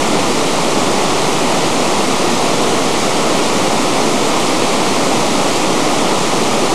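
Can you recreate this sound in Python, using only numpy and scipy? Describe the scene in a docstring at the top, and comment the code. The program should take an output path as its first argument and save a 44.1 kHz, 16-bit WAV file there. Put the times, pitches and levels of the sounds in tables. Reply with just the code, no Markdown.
"""Tall waterfall on a tape camcorder

A tall waterfall roars against a rock face: plunging jets and bursting drops, so many that they merge
into a steady roar and a hiss of spray. Each is random noise, coloured and made faintly patchy.
The bass is thin, there is a hollow near 1.6 kHz, and the treble flutters as the tape shivers on its head.
The camera adds a faint hum and whine."""
import sys
import numpy as np
from scipy import signal
from scipy.fft import rfft, irfft, next_fast_len
from scipy.io import wavfile
from scipy.ndimage import uniform_filter1d, map_coordinates

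SR = 44100
rng = np.random.default_rng(int(sys.argv[2]) if len(sys.argv) > 2 else 0)


def transcribe(signal):
    """Save signal, clipped to [-1, 1], as a 16-bit WAV file at the path in sys.argv[1]."""
    frames = np.atleast_2d(signal).T
    limited = np.clip(frames, -1, 1)
    pcm = np.round(limited * 32767).astype(np.int16)
    wavfile.write(sys.argv[1], SR, pcm)


N = 297234  # length in samples


def amp(db):
    """Turn a level in dB into a gain to multiply by."""
    return 10 ** (np.asarray(db) / 20)


def unit(x):
    """Scale x to an rms (average strength) of 1."""
    return x / np.sqrt(np.mean(x ** 2))


def wobble(rate):
    """Draw a smooth random curve through `rate` random points a second."""
    points = rng.standard_normal(int(N * rate / SR) + 4)
    return map_coordinates(points, [np.arange(N) * rate / SR])


def filtered(x, response):
    """Filter x: multiply each of its frequencies by response(frequency in Hz)."""
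    m = next_fast_len(N + 8192)  # spare room so the end does not wrap onto the start
    spectrum = rfft(x, m) * response(np.fft.rfftfreq(m, 1 / SR))
    return irfft(spectrum, m)[:N]


def camera_tones():
    """Two steady sine tones: the hum of the head drum and the whine of the line scan."""
    # Each row: frequency in Hz, rms level in dB.
    tones = [(45, -54), (15741, -72)]
    t = np.arange(N) / SR
    return sum(amp(db) * np.sqrt(2) * np.sin(2 * np.pi * hz * t) for hz, db in tones)


def microphone(x):
    """A cavity in the microphone housing resonates and swallows one band of sound."""
    # One row: centre of the dip in Hz, width in Hz, gain at the centre in dB.
    hollow = (1597, 700, -10)
    centre_hz, width_hz, depth_db = hollow

    def dip(hz):
        detuning = centre_hz ** 2 - hz ** 2
        damping = 1j * hz * width_hz
        return (detuning + amp(depth_db) * damping) / (detuning + damping)

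    return filtered(x, dip)


def tape(x):
    """The gap between tape and head varies; short wavelengths, the treble, feel it most."""
    # Tape vibration. Each row: frequency in Hz, depth at 10 kHz as a fraction, phase in radians.
    shiver = [(82.03, .085, -.45), (164.06, .025, -.6)]
    t = np.arange(N) / SR
    contact = sum(depth * np.cos(2 * np.pi * hz * t + phase) for hz, depth, phase in shiver)
    # uneven coating and tension
    contact = contact + 0.025 * wobble(35) + 0.04 * wobble(150) + 0.045 * wobble(500)
    treble = filtered(x, lambda hz: (hz / 10000) ** 1.3)
    x = x + contact * treble
    return x / (1 + np.abs(x / 1.1) ** 6) ** (1 / 6)  # soft ceiling at 1.1


def rush(spectrum, patchy_db):
    """Many overlapping splashes: noise of rms 1, coloured by a spectrum, with faint random patches."""
    z = signal.stft(rng.standard_normal(N + 512), nperseg=512)[2]
    # blur random values over frequency, then over time, into patches
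    patches = uniform_filter1d(rng.standard_normal(z.shape), size=6, axis=0)
    patches = uniform_filter1d(patches, size=10, axis=1)
    patchy = z * amp(patchy_db * unit(patches))
    noise = signal.istft(patchy, nperseg=512)[1][:N]
    f, db = np.transpose(spectrum)

    def colour(hz):
        return amp(np.interp(np.log(hz + 1), np.log(f + 1), db))

    return unit(filtered(noise, colour))


def spray():
    """Drops bursting on the rock make a bright hiss whose level drifts slightly."""
    # Colour of the hiss. Each row: frequency in Hz, relative level per Hz in dB.
    spray_spectrum = [(300, -16.5), (1200, -7.5), (2200, 1), (3500, -0.5), (4500, -2), (5450, -3.5),
                      (6200, -3.2), (7000, -4), (8500, -7), (10000, -11.5), (12000, -20.5), (14000, -30.5),
                      (15400, -46), (15600, -70)]
    # Slow drift. Each row: time in seconds, level in dB (only its distance from the mean counts).
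    breath = [(0.0, -22), (4.8, -21.5), (6.72, -22), (6.74, -22)]
    s, db = np.transpose(breath)
    drift_db = np.interp(np.arange(N) / SR, s, db)
    level_db = -21 + drift_db - drift_db.mean()
    return amp(level_db) * rush(spray_spectrum, patchy_db=0.4)


def roar():
    """Jets plunging into the pool overlap so densely that none stands out: a steady low roar."""
    # Colour of the roar. Each row: frequency in Hz, relative level per Hz in dB.
    roar_spectrum = [(5, -24), (30, -24), (60, -23.5), (95, -15), (130, -8), (190, -3), (300, 0), (430, -2),
                     (590, -4), (830, -4), (1050, -6), (1300, -7), (2000, -15), (3500, -29.5), (8000, -60)]
    level_db = -14.5  # rms
    return amp(level_db) * rush(roar_spectrum, patchy_db=0.3)


def scene():
    """The fall fills the whole scene: roar and spray together, in one channel."""
    return (roar() + spray())[None]


def record(dry):
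    """Pass through microphone and tape, add the camera's tones, cut the top and add an offset."""
    top_hz = 15805  # nothing passes from here up
    offset = 0.1012  # constant offset of the converter
    sound = tape(microphone(dry[0])) + camera_tones()
    return (filtered(sound, lambda hz: hz < top_hz) + offset)[None]


dry = scene()
out = record(dry)
transcribe(out)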